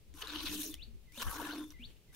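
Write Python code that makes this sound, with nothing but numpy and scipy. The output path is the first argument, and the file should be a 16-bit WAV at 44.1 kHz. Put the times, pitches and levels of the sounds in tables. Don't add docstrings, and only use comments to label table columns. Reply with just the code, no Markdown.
import sys
import numpy as np
from scipy import signal
from scipy.fft import rfft, irfft, next_fast_len
from scipy.io import wavfile
from scipy.ndimage import uniform_filter1d

SR = 44100
rng = np.random.default_rng(int(sys.argv[2]) if len(sys.argv) > 2 else 0)


def wav_record(signal):
    frames = np.transpose(np.atleast_2d(signal))
    bounded = np.clip(frames, -1, 1)
    quanta = np.round(bounded * 32767).astype(np.int16)
    wavfile.write(sys.argv[1], SR, quanta)


N = 94815


# f/Hz, level/dB
POT_BALANCE = [(300, 1.5), (1000, 4), (1650, 3.5), (2100, -5.5), (2700, 2), (3700, 8), (4900, -4),
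               (6300, 3.5), (7600, -1), (8800, 1.5), (11500, 5.5), (15000, 0.5)]
def milking():
    pot = squirts() + fat_drops() + wall_ring()
    yard = undb(-16.5) * convolve(pot.mean(0), tail(t60=0.26))
    left = colour(pot[0], [(hz, db / 2) for hz, db in POT_BALANCE])
    right = colour(pot[1], [(hz, -db / 2) for hz, db in POT_BALANCE])
    return np.array([left, right]) + yard


def squirts():
    hiss_gain, patter_gain, froth_gain = (squirt_level(col, fall_db_per_s=502) for col in (1, 2, 3))
    hum_gain = squirt_level(4, fall_db_per_s=208)
    sputter = undb(2.4 * wander(per_s=220))
    splash = hiss() * hiss_gain + patter() * patter_gain + froth() * froth_gain
    return wandering_jet(splash) * sputter + pot_hum() * hum_gain


# t/s, then relative level/dB of hiss, patter, froth and hum
SQUIRTS = [
    [(0.125, -95, -81, -93, -83), (0.145, -67.5, -66.5, -67.5, -53), (0.217, -57, -55, -52.5, -86),
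     (0.224, -56, -39, -49.5, -73), (0.237, -65, -51, -48, -69.5), (0.363, -58, -41.5, -49.5, -41),
     (0.389, -60.5, -43.5, -53, -57), (0.452, -50, -45, -54, -41.5), (0.471, -50, -32.5, -49, -56),
     (0.509, -49, -44, -56.5, -44.5), (0.605, -46.5, -46, -59, -42), (0.641, -46, -46.5, -77, -52),
     (0.708, -52, -59.5, -74, -44.5), (0.735, -60.5, -53.5, -91, -57.5)],
    [(1.12, -68, -66, -87, -73), (1.14, -66.5, -66, -73.5, -66), (1.222, -45.5, -37, -38, -86),
     (1.238, -52.5, -51.5, -47, -64), (1.276, -52.5, -54, -42, -58), (1.318, -48.5, -52.5, -41.5, -87),
     (1.342, -52, -53, -43.5, -51), (1.412, -53.5, -50, -42, -45), (1.538, -61.5, -49.5, -46, -44.5),
     (1.582, -62, -55, -53.5, -38.5), (1.634, -63, -68, -54, -41.5), (1.692, -70, -70, -81, -55.5),
     (1.724, -65.5, -59.5, -64, -62.5), (1.74, -78, -71, -80, -74)],
    [(2.118, -85, -71, -87, -88), (2.133, -65, -64.5, -60, -83), (2.15, -63, -59.5, -66, -71)],
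]
def squirt_level(column, fall_db_per_s):
    t, gain = np.arange(N) / SR, np.zeros(N)
    for rows in map(np.array, SQUIRTS):
        db = np.interp(t, rows[:, 0], rows[:, column], left=-200)
        gain += undb(db - fall_db_per_s * np.maximum(t - rows[-1, 0], 0))
    return gain


# f/Hz, level/dB
HISS_TONE = [(2500, -22), (4800, -3.5), (5500, 2), (6500, 2.5), (7400, -3), (9000, 2), (10500, -2),
             (11800, 3.5), (13500, -0.5), (15500, -2)]
# t/s, length/s, level/dB compared with the hiss
SIZZLES = [(.53, .13, -43), (1.34, .1, -60)]
def hiss():
    grazing = resonate(scattered(droplets, per_s=2200), hz=6300, widths_hz=(1700, 1700))
    sizzle = even(grazing, 0.052) * swells(SIZZLES)
    spray = even(colour(scattered(droplets, per_s=2200), HISS_TONE), 0.0053)
    return (spray + sizzle) * undb(0.5)


# f/Hz, level/dB
PATTER_TONE = [(400, -7.5), (600, -11), (1000, -7.5), (1900, -2.5), (2200, -3), (2700, 4.5), (3500, 3),
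               (4200, 5), (4900, -6), (6000, -5.5), (9000, -41)]
def patter():
    return even(colour(scattered(droplets, per_s=3500), PATTER_TONE), 0.036) * undb(-6)


def droplets(per_s):
    hits = rng.random(N) < per_s / SR
    return hits * rng.choice([-1, 1], N) * undb(2.8 * np.minimum(rng.exponential(size=N), 4))


# f/Hz, level/dB
FROTH_TONE = [(200, -8.5), (450, -3.5), (620, -12), (850, -1), (1070, 5), (1280, -0.5), (1530, 7.5),
              (1750, -2), (2000, -5.5), (3500, 6)]
def froth():
    return even(colour(scattered(bubbles, per_s=900), FROTH_TONE), 0.0059) * undb(-5)


def bubbles(per_s, ring_cycles=13.8, glide=0.014):
    out, t = np.zeros(N), np.arange(SR // 30) / SR
    for when, pitch, softness in rng.random((int(per_s * N / SR), 3)):
        hz = 480 * 4.4 ** pitch
        t60 = ring_cycles / hz
        tone = np.sin(2 * np.pi * hz * t * (1 + glide * t / t60))
        add(out, when * N / SR, undb(-14 * softness) * np.sqrt(hz) * fade(t, t60) * tone)
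    return out


def pot_hum():
    hum = even(resonate(rng.standard_normal(N), hz=301.8, widths_hz=(11.8, 78)), 0.033)
    gulps = even(resonate(droplets(per_s=300), hz=280, widths_hz=(124, 124)), 0.067)
    return (hum + undb(-11.5) * gulps) * undb(-2.5)


def wandering_jet(x, bands=22):
    out, centres = np.zeros((2, N)), np.log(np.geomspace(700, 15000, bands))
    for weights in np.eye(bands):
        band = shape(x, lambda f: np.interp(np.log(f), centres, weights))
        out += band * undb(3.5 * wander(per_s=60))
    return out


# t/s, relative level/dB, ping f/Hz, rise time/s, smack level/dB compared with the ping
FAT_DROPS = [(0.1396, -55, 3640, 0.00089, 7.5), (0.22, -29.5, 2950, .0017, -11),
             (0.2723, -32, 3900, 0.00068, -7.5), (0.4593, -30.5, 2780, 0.001, -13),
             (0.463, -33.5, 4480, .0007, -6), (.467, -51, 2230, .003, -19), (.478, -36, 3190, 0.0014, -8),
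             (0.663, -30.5, 6500, 0.00054, -13), (0.7408, -32.5, 3150, 0.00093, 0.5),
             (0.751, -54.5, 5500, 0.00097, 8), (1.212, -31, 3060, 0.0014, -9.5),
             (1.2184, -34.5, 1046, 0.0022, 0.5), (1.586, -42, 10160, 0.0014, -20),
             (1.704, -48, 5770, 0.0013, 1.5)]
# f/Hz, level/dB
SMACK_TONE = [(200, -5), (1100, -8), (3000, -4.5), (6000, 1), (9000, -6), (15000, -9.5)]
def fat_drops(ring_share=0.22):
    out, t = np.zeros(N), np.arange(SR // 20) / SR
    for at, db, hz, rise_s, smack_db in FAT_DROPS:
        smack = undb(smack_db) * rng.standard_normal(len(t))
        ping = np.sin(2 * np.pi * hz * t)
        swell = (t / rise_s * np.exp(1 - t / rise_s)) ** 2
        add(out, at, undb(db) * (ping + smack) * swell)
    landed = in_pot(colour(out, SMACK_TONE), echo_db=-10)
    return landed + ring_share * (steel(landed) - landed)


# t/s, length/s, level/dB
WALL_STRIKES = [(.69, .04, -60), (1.54, .1, -61)]
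def wall_ring(fall_db_per_s=293):
    t, gain = np.arange(N) / SR, np.zeros(N)
    for at, length, db in WALL_STRIKES:
        rise = np.clip(2 * (t - at) / length, 0, 1)
        gain += rise * undb(db - fall_db_per_s * np.maximum(t - at - length, 0))
    ring = resonate(droplets(per_s=3500), hz=3537, widths_hz=(160, 320))
    return even(ring, 0.06) * gain


# f/Hz, ring time/s, level/dB
POT_NOTES = [(1044, 0.034, -3), (1540, 0.12, -8.5), (1715, 0.19, 5.5), (2560, 0.032, -6.5),
             (2830, 0.18, -12), (3042, 0.088, 6.5), (3457, 0.19, 6.5)]
def steel(x):
    def ringing(f):
        return sum(undb(db) * peak(f, hz, np.log(1000) / (np.pi * t60)) for hz, t60, db in POT_NOTES)
    return shape(x, lambda f: 1 + ringing(f))


def in_pot(x, echo_db):
    echo = convolve(x, tail(t60=0.042))
    side = shape((echo[0] - echo[1]) / 2, lambda f: f ** 2 / np.hypot(f ** 2, 1850 ** 2))
    return x + undb(echo_db) * (echo.mean(0) + np.array([side, -side]))


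def scattered(source, per_s, spots=5):
    return steel(sum(in_pot(source(per_s / spots), echo_db=5.5) for _ in range(spots)))


# t/s, level/dB, f/Hz, ring time/s
BUMPS = [(.135, -60, 318, 0.19), (0.232, -45, 442, 0.1), (0.489, -48, 183, 0.22), (0.533, -47.5, 428, 0.18),
         (0.554, -52.5, 194.5, 0.45), (.64, -55.5, 612, 0.14), (.655, -50, 421.4, 0.22),
         (0.875, -55.5, 227, 0.35), (1.175, -48.5, 235.4, 0.35), (1.175, -44.5, 550, 0.045),
         (1.794, -48, 240.4, 0.24)]
def bumps(rise_s=0.0014):
    out, t = np.zeros(N), np.arange(SR // 3) / SR
    rise = 1 - np.exp(-t / rise_s)
    for at, db, hz, t60 in BUMPS:
        add(out, at, undb(db) * np.sin(2 * np.pi * hz * t) * fade(t, t60) * rise)
    return out


# t/s at the top of the whistle, level/dB, extra level/dB at its low start
BIRD_CALLS = [(.836, -49, -13), (1.195, -49, -5), (1.533, -48, -6), (1.857, -50, 1), (2.2, -55, -3)]
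# t/s from its top, f/Hz, relative level/dB
WHISTLE = [(-.13, 2170, -32), (-.118, 2130, -14), (-.098, 1970, -15), (-.078, 2030, -15),
           (-.048, 2480, -10), (-.026, 3000, -6), (-.01, 3850, 0), (-.001, 4500, -2), (.005, 4550, -11),
           (.01, 4300, -30)]
def bird():
    out, (when, hz, db) = np.zeros(N), np.array(WHISTLE).T
    t = np.arange(when[0], when[-1], 1 / SR)
    for top_s, top_db, start_db in BIRD_CALLS:
        level_db = top_db + start_db * t / when[0] + np.interp(t, when, db)
        pitch = np.interp(t, when, hz) * (1 + 0.0088 * wander(per_s=90.5)[:len(t)])
        flutter_db = 2.5 * wander(per_s=199)[:len(t)]
        tone = np.sin(2 * np.pi * np.cumsum(pitch) / SR)
        add(out, top_s + when[0], undb(level_db + flutter_db) * tone)
    walls, yard = undb(-3) * tail(t60=0.07), undb(-6) * tail(t60=0.21)
    return pan(2.5) * (out + convolve(out, walls + yard))


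# t/s, length/s, level/dB
RUSTLES = [(0.776, 0.14, -66.5), (1.738, 0.25, -66)]
# f/Hz, level/dB
RUSTLE_TONE = [(200, 12.5), (600, 2.5), (1000, -11), (1700, -3), (3000, 6.5), (5000, -8), (12000, -10),
               (15000, -12)]
def rustle():
    noise = rng.standard_normal(N) + rng.standard_normal((2, N))
    return unit(colour(noise, RUSTLE_TONE)) * swells(RUSTLES) * undb(2.2 * wander(per_s=64))


# t/s, relative level/dB
GUSTS = [(0.0, -71.5), (0.13, -62), (0.3, -65), (0.46, -57), (0.68, -67), (0.77, -57.5), (1.2, -69.5),
         (1.27, -45.5), (1.33, -60.5), (1.57, -70), (1.87, -59.5), (2.05, -81.5), (2.09, -65.5),
         (2.15, -72)]
# f/Hz, level/dB
WIND_TONE = [(15, -3.5), (42, -3), (70, -5), (110, -22.5), (200, -30), (400, -35), (1000, -74.5)]
def wind():
    when, db = np.array(GUSTS).T
    noise = rng.standard_normal(N) + undb(10) * rng.standard_normal((2, N))
    rumble = even(colour(noise, WIND_TONE) * pan(8.5), 0.017)
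    return rumble * undb(6 + np.interp(np.arange(N) / SR, when, db))


# f/Hz, level/dB
AIR_TONE = [(30, -8), (120, 6.5), (250, -4.5), (450, -5), (800, -16), (1500, -20), (2800, -15), (4500, -19),
            (8000, -23), (15000, -23.5)]
def air():
    middle, side = colour(rng.standard_normal((2, N)), AIR_TONE)
    side = shape(side, lambda f: f / np.hypot(f, 1550))
    return unit(middle + np.array([side, -side])) * undb(-67.5 + wander(per_s=8.06))


def undb(db):
    return 10 ** (np.asarray(db) / 20)


def unit(x):
    return x / np.sqrt(np.mean(x ** 2) + 1e-20)


def pan(db):
    return undb(np.array([[db], [-db]]) / 2)


def shape(x, gain):
    size = next_fast_len(N + 16384)
    f = np.maximum(np.arange(size // 2 + 1) * SR / size, 1)
    return irfft(rfft(x, size) * gain(f), size)[..., :N]


def colour(x, points):
    hz, db = np.array(points, float).T
    return shape(x, lambda f: undb(np.interp(np.log(f), np.log(hz), db)))


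def peak(f, hz, width_hz):
    return 1 / (1 + 1j * (f ** 2 - hz ** 2) / (f * width_hz))


def resonate(x, hz, widths_hz):
    for width in widths_hz:
        x = shape(x, lambda f: peak(f, hz, width))
    return x


def even(x, span_s):
    power = np.atleast_2d(x).mean(0) ** 2
    span = max(int(span_s * SR), 2)
    return x / np.sqrt(np.abs(uniform_filter1d(uniform_filter1d(power, span), span)) + 1e-18)


def wander(per_s):
    values = rng.standard_normal(2048)
    return np.interp(np.arange(N) / SR * per_s, np.arange(len(values)), values)


def swells(rows):
    t = np.arange(N) / SR
    return sum(undb(db) * np.sqrt(np.abs(np.sin(np.pi * np.clip((t - at) / length, 0, 1))))
               for at, length, db in rows)


def fade(t, t60):
    return np.exp(-np.log(1000) * t / t60)


def add(out, at_s, x):
    i = int(np.clip(at_s * SR, 0, N))
    out[i:i + len(x)] += x[:N - i]


def tail(t60):
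    t = np.arange(SR // 2) / SR
    echoes = rng.standard_normal((2, len(t))) * fade(t, t60)
    return echoes / np.sqrt((echoes ** 2).sum(1, keepdims=True))


def convolve(x, echoes):
    return signal.fftconvolve(x[None], echoes, axes=1)[:, :N]


def scene():
    return milking() + bumps() + rustle() + bird() + wind() + air()


def record(dry, top_hz=15700):
    return signal.sosfilt(signal.ellip(10, .2, 80, top_hz, fs=SR, output="sos"), dry)


dry = scene()
out = record(dry)
wav_record(out)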